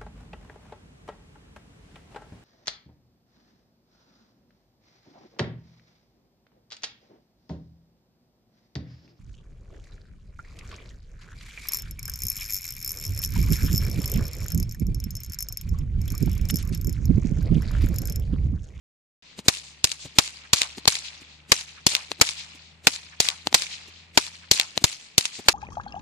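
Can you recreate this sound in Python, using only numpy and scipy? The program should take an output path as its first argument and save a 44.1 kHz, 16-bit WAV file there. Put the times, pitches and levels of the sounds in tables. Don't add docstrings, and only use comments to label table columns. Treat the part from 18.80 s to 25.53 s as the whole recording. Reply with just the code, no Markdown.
import sys
import numpy as np
from scipy import signal
from scipy.fft import rfft, irfft
from scipy.io import wavfile
from scipy.ndimage import uniform_filter1d, map_coordinates

SR = 44100
rng = np.random.default_rng(int(sys.argv[2]) if len(sys.argv) > 2 else 0)


def generate_wav(signal):
    frames = np.transpose(np.atleast_2d(signal))
    scaled = np.clip(frames, -1, 1) * 32767
    pcm = np.round(scaled).astype(np.int16)
    wavfile.write(sys.argv[1], SR, pcm)


N = 296793

# t/s, stroke, strength/dB, body/dB, thump/dB, thump time scale/s
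CRACKS = [(0.064, "flick", 0, -8, -20, .001), (.683, "deep", 1, -15.5, -12, 0.00075),
          (1.0425, "thin", -0.86, -28, -23, 0.0012), (1.3857, "full", 2.5, -13.5, -15.5, 0.00079),
          (1.7327, "sharp", 0.5, -22.5, -19, 0.0009), (2.077, "flick", 2, -19, -18.5, 0.00098),
          (2.719, "full", 2.5, -14.5, -19, 0.00073), (3.0661, "sharp", 0, -34, -16, 0.00067),
          (3.4131, "flick", 2, -11.5, -19, 0.001), (4.07, "full", 1.9, -13, -20.5, 0.00055),
          (4.4024, "sharp", -1.7, -26, -17, 0.00033), (4.7439, "flick", 2.5, -16, -34, .0005),
          (5.3749, "full", 1.6, -13.5, -23, .0006), (5.7132, "sharp", 0.6, -34, -21, 0.0009),
          (6.041, "deep", 0.1, -20, -15, 0.0011), (6.38, "thin", 1.5, -26, -16, 0.0007),
          (6.6849, "full", 2.5, -12.5, -18.5, .0009)]
# t/s, snap/dB, swish/dB
TURNS = [(0.591, -30, -35.5), (1.982, -31, -37), (2.0553, -20, -50), (3.317, -17.5, -36), (3.4, -31.5, -42),
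         (4.6714, -13, -34.5), (4.7276, -20, -40), (5.9768, -11, -34)]
STROKE_TONE = {"deep": (2.7, 0.0018), "thin": (3.1, 0.0018), "full": (0.16, 0.0014), "sharp": (2.7, 0.0025),
               "flick": (2.3, 0.005)}
STROKE_SCATTER = {"deep": (-34.5, -43, 2.1), "thin": (-35, -40, 1.8), "full": (-36, -44.5, .9),
                  "sharp": (-28, -41.5, 0.79), "flick": (-31, -38.5, 1.5)}
# stroke, delay/s, level/dB, centre f/Hz, half length/s
SWELLS = [("thin", .078, -28.5, 5000, .0037), ("thin", .183, -41.5, 5000, .022),
          ("deep", .195, -53, 5500, .035), ("full", .075, -42, 5000, .016), ("full", .265, -50, 1800, .011),
          ("sharp", .05, -31, 4500, .009), ("sharp", .105, -43, 1100, .024),
          ("flick", .188, -39, 3500, .02), ("flick", .44, -55, 3500, .05)]
# stroke, delay from the crack/s, whoosh/dB, hiss/dB
SWISHES = [("thin", .215, -35.5, -38.5), ("flick", .342, -53, -47), ("deep", -.019, -42, -39),
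           ("full", -.017, -52, -39)]
# stroke, delay/s, level/dB
SLAPS = [("deep", .0876, -30), ("full", .0915, -29), ("flick", .0772, -19.5), ("thin", .03, -22.5),
         ("thin", .0746, -15), ("sharp", .0278, -25), ("sharp", .085, -6), ("sharp", .0997, -19.5)]
# f/Hz, level/dB
AIR_SPECTRUM = [(25, 5), (80, 0.5), (180, 4), (350, -5.5), (1200, -11.5), (2500, -11.5), (5000, -22),
                (9000, -22), (15000, -29.5)]
SCATTER_SPECTRUM = [(60, -28.5), (350, -25.5), (800, -13.5), (1500, -11), (2400, -0.9), (4000, -3),
                    (5500, -2), (7000, -6.5), (8500, -5), (11000, 0), (15000, -17.5)]
WHOOSH_SPECTRUM = [(30, -33.5), (120, 3.5), (290, 7.5), (500, -4.5), (900, -11.5), (2000, -36.5),
                   (6000, -46)]
HISS_SPECTRUM = [(300, -6.5), (1000, -17.5), (3000, -8.5), (7000, -14.5), (11000, -11), (15000, -8)]
SNAP_SPECTRUM = [(40, -35), (280, 0.5), (500, -2.5), (800, 1.5), (1400, -6), (4000, 3), (8000, -13),
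                 (15000, -6)]
SHOCK_SPECTRUM = [(60, -39.5), (400, -3), (1200, -12), (2500, -1.5), (5000, 2), (8000, -8.5), (15000, 2.5)]
BODY_SPECTRUM = [(100, -22), (300, -7), (500, -12.5), (850, -5.5), (1150, -4.5), (1500, -6), (2500, -4),
                 (6000, -29.5)]
SLAP_SPECTRUM = [(60, -23), (500, -12.5), (1200, -8.5), (3000, 4), (5000, 0.5), (7500, -5.5), (11000, -6),
                 (15000, -8)]
# f/Hz, gain/dB
LEFT_MIC = [(25, -10), (100, 3), (1000, 3), (1600, -1), (3000, -0.5), (4200, 6.5), (5600, 1), (7300, 2.5),
            (9500, -5.5), (14000, -17.5)]
RIGHT_MIC = [(25, -9), (100, 0), (1000, 0.5), (1600, 0.5), (2700, 1.5), (4200, -4), (5500, -1.5), (7200, 7),
             (9500, -5.5), (14000, -25.5)]


def amp(db):
    return 10 ** (np.asarray(db) / 20)


def unit(x):
    return x / np.sqrt(np.mean(x ** 2) + 1e-20)


def gains(spectrum, size):
    hz, db = np.transpose(spectrum)
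    return amp(np.interp(np.log(np.fft.rfftfreq(size, 1 / SR) + 1), np.log(hz), db))


def tilted(spectrum, slope):
    hz, db = np.transpose(spectrum)
    return np.transpose([hz, db + slope * np.log2(np.clip(hz, 1500, 8000) / 4500)])


def noise(spectrum, size, alike):
    separate = np.sqrt(1 - alike) * rng.standard_normal((2, size))
    shared = np.sqrt(alike) * rng.standard_normal(size)
    return unit(irfft(rfft(separate + shared) * gains(spectrum, size), size))


def pulse(spectrum, size=1024):
    cepstrum = irfft(np.log(gains(spectrum, size)))
    cepstrum[1:size // 2] *= 2
    cepstrum[size // 2 + 1:] = 0
    return irfft(np.exp(rfft(cepstrum)))


def add(track, s, sound):
    start = max(round(s * SR), 0)
    part = track[..., start:start + sound.shape[-1]]
    part += sound[..., :part.shape[-1]]


def per_crack(table):
    return [(s + delay, db, *rest) for s, stroke, db, *_ in CRACKS
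            for name, delay, *rest in table if name == stroke]


def open_air(db=-62):
    return amp(db) * noise(AIR_SPECTRUM, N, alike=0.75)


def far_engine(firing_hz=68.2, climb_hz_per_s=3.15, sink_hz_per_s=9.4, full_s=0.74, fade_s=5.68):
    def wobble():
        return map_coordinates(rng.standard_normal(64), [t * 6])

    t = np.arange(N) / SR
    early, late = np.maximum(full_s - t, 0), np.maximum(t - fade_s, 0)
    hz = firing_hz + climb_hz_per_s * (t - late) - sink_hz_per_s * late
    level = amp(-56.5 - 51.5 * early - 36 * late)
    phase = 2 * np.pi * np.cumsum(hz + 1.2 * wobble()) / SR
    hum = np.sin(phase) * amp(wobble())
    octave = np.sin(2 * phase) * amp(-7 + 2 * wobble())
    return level * (hum + octave)


def land_scatter(attack_s=0.0066, hold_s=0.087, far_peak_s=0.16, merge_s=0.2, size=32768):
    out, t = np.zeros((2, N)), np.arange(size) / SR
    near_shape = (1 - np.exp(-(t / attack_s) ** 2)) * amp(1 - 177 * np.maximum(t - hold_s, 0))
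    far_shape = amp(2 + np.minimum(498.5 * (t - far_peak_s), 24 * (far_peak_s - t)))
    for s, stroke, db, *_ in CRACKS:
        near_db, far_db, slope = STROKE_SCATTER[stroke]
        level = amp(db) * np.hypot(amp(near_db) * near_shape, amp(far_db) * far_shape)
        flicker = unit(uniform_filter1d(rng.standard_normal(size), size=70))
        grains = amp(4 * np.exp(-t / merge_s) * flicker)
        echoes = noise(tilted(SCATTER_SPECTRUM, slope), size, alike=0.018) * grains * level
        hz, delay, bands = signal.stft(echoes, SR, nperseg=256)
        patches = uniform_filter1d(rng.standard_normal(bands.shape), size=10, axis=0)
        patch_db = 3.5 * unit(uniform_filter1d(patches, size=9, axis=1))
        loss_db = 3.5 * np.outer((hz / 1000) ** 1.408, delay)
        add(out, s, signal.istft(bands * amp(patch_db - loss_db), SR, nperseg=256)[1])
    return out


def echo_swells(step_octaves=0.57, size=16384):
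    out, t = np.zeros((2, N)), (np.arange(size) - size / 2) / SR
    steps = np.arange(-4, 5)
    for s, strength, db, hz, half_s in per_crack(SWELLS):
        hump = np.transpose([hz * 2 ** (steps * step_octaves), -4 * steps ** 2])
        level = amp(strength + db) * np.exp(-(t / half_s) ** 2 / 2)
        add(out, s + t[0], level * noise(hump, size, alike=0.1))
    return out


def lash_swishes(whoosh_s=0.0032, hiss_s=0.0075, size=4096):
    out, t = np.zeros((2, N)), (np.arange(size) - size / 2) / SR
    passes = [(s, whoosh_db, hiss_db) for s, _, whoosh_db, hiss_db in per_crack(SWISHES)]
    turns = [(s, db, db - 0.5) for s, _, db in TURNS]
    for s, whoosh_db, hiss_db in passes + turns:
        whoosh = amp(whoosh_db) * noise(WHOOSH_SPECTRUM, size, alike=0.99) / np.cosh(t / whoosh_s)
        hiss = amp(hiss_db + 1) * noise(HISS_SPECTRUM, size, alike=0.89) / np.cosh(t / hiss_s)
        add(out, s + t[0], whoosh + hiss)
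    return out


def clicks(rows, spectrum, gain_db, right_db, lag_s, tail_db, tail_s, size=1024):
    out, t = np.zeros((2, N)), np.arange(size) / SR
    for s, db in rows:
        arrivals = amp(tail_db - 60 * t / tail_s) * rng.standard_normal((2, size))
        arrivals[:, 0] += 1
        left, right = amp(db + gain_db) * signal.fftconvolve(arrivals, pulse(spectrum)[None], axes=1)
        add(out[0], s, left)
        add(out[1], s + lag_s, amp(right_db) * right)
    return out


def lash_snaps():
    turns = [(s, db) for s, db, _ in TURNS]
    return clicks(turns, SNAP_SPECTRUM, 23.5, right_db=-1.5, lag_s=0.00005, tail_db=-20, tail_s=0.01)


def burst(spectrum, ground, nearby, grass_db, grass_s, lag_s=0.00027, size=2048):
    t = np.arange(size) / SR
    arrivals = amp(grass_db - 60 * t / grass_s) * noise([(20, 0.018), (20000, 0.016)], size, alike=0.29)
    side = rng.uniform(-1.1, 1)
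    for delay, db in (0, 0), ground, nearby:
        arrival_s = delay * np.exp(0.15 * rng.standard_normal())
        add(arrivals[0], arrival_s + lag_s * max(side, 0), amp([db]))
        add(arrivals[1], arrival_s + lag_s * max(-side, 0), amp([db]))
    return signal.fftconvolve(arrivals, pulse(spectrum)[None], axes=1)


def whip_cracks(hiss_s=0.0016, size=1024):
    out, t = np.zeros((2, N)), np.arange(size) / SR
    for s, stroke, db, body_db, thump_db, thump_s in CRACKS:
        slope, bounce_s = STROKE_TONE[stroke]
        rising_hiss = noise(HISS_SPECTRUM, size, alike=0) * np.exp(-t[::-1] / hiss_s)
        add(out, s - size / SR, amp(db - 22) * rising_hiss)
        shock = burst(tilted(SHOCK_SPECTRUM, slope), ground=(bounce_s, 1.5), nearby=(0.0085, -11),
                      grass_db=db - 21, grass_s=0.034)
        add(out, s, amp(db + 19) * shock)
        body = burst(BODY_SPECTRUM, ground=(0.00123, -1), nearby=(0.0054, -17),
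                     grass_db=-24.5, grass_s=0.05)
        add(out, s, amp(body_db + 40) * body)
        age = t / thump_s
        thump = (1 - age / 2) * age * np.exp(-age)
        add(out[0], s, amp(thump_db + 21) * thump)
        add(out[1], s + 1.67 * thump_s, amp(thump_db + 18) * thump)
    return out


def wall_slaps():
    echoes = [(s, strength + db) for s, strength, db in per_crack(SLAPS)]
    return clicks(echoes, SLAP_SPECTRUM, 22, right_db=-2, lag_s=0.00045, tail_db=-21, tail_s=0.014)


def scene():
    sharp_sounds = wall_slaps() + lash_snaps() + whip_cracks()
    soft_sounds = land_scatter() + echo_swells() + lash_swishes()
    return sharp_sounds + soft_sounds + far_engine() + open_air()


def record(dry, open_s=0.424, top_hz=15050):
    ringing = np.array([pulse(LEFT_MIC), pulse(RIGHT_MIC)])
    coloured = signal.fftconvolve(dry, ringing, axes=1)[:, :N]
    squashed = 0.92 * coloured / (1 + np.abs(coloured) ** 6) ** (1 / 6)
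    live = squashed * (np.arange(N) / SR > open_s)
    low_pass = signal.firwin(201, top_hz, window="blackman", fs=SR)
    return signal.fftconvolve(live, low_pass[None], "same", axes=1)


dry = scene()
out = record(dry)
generate_wav(out)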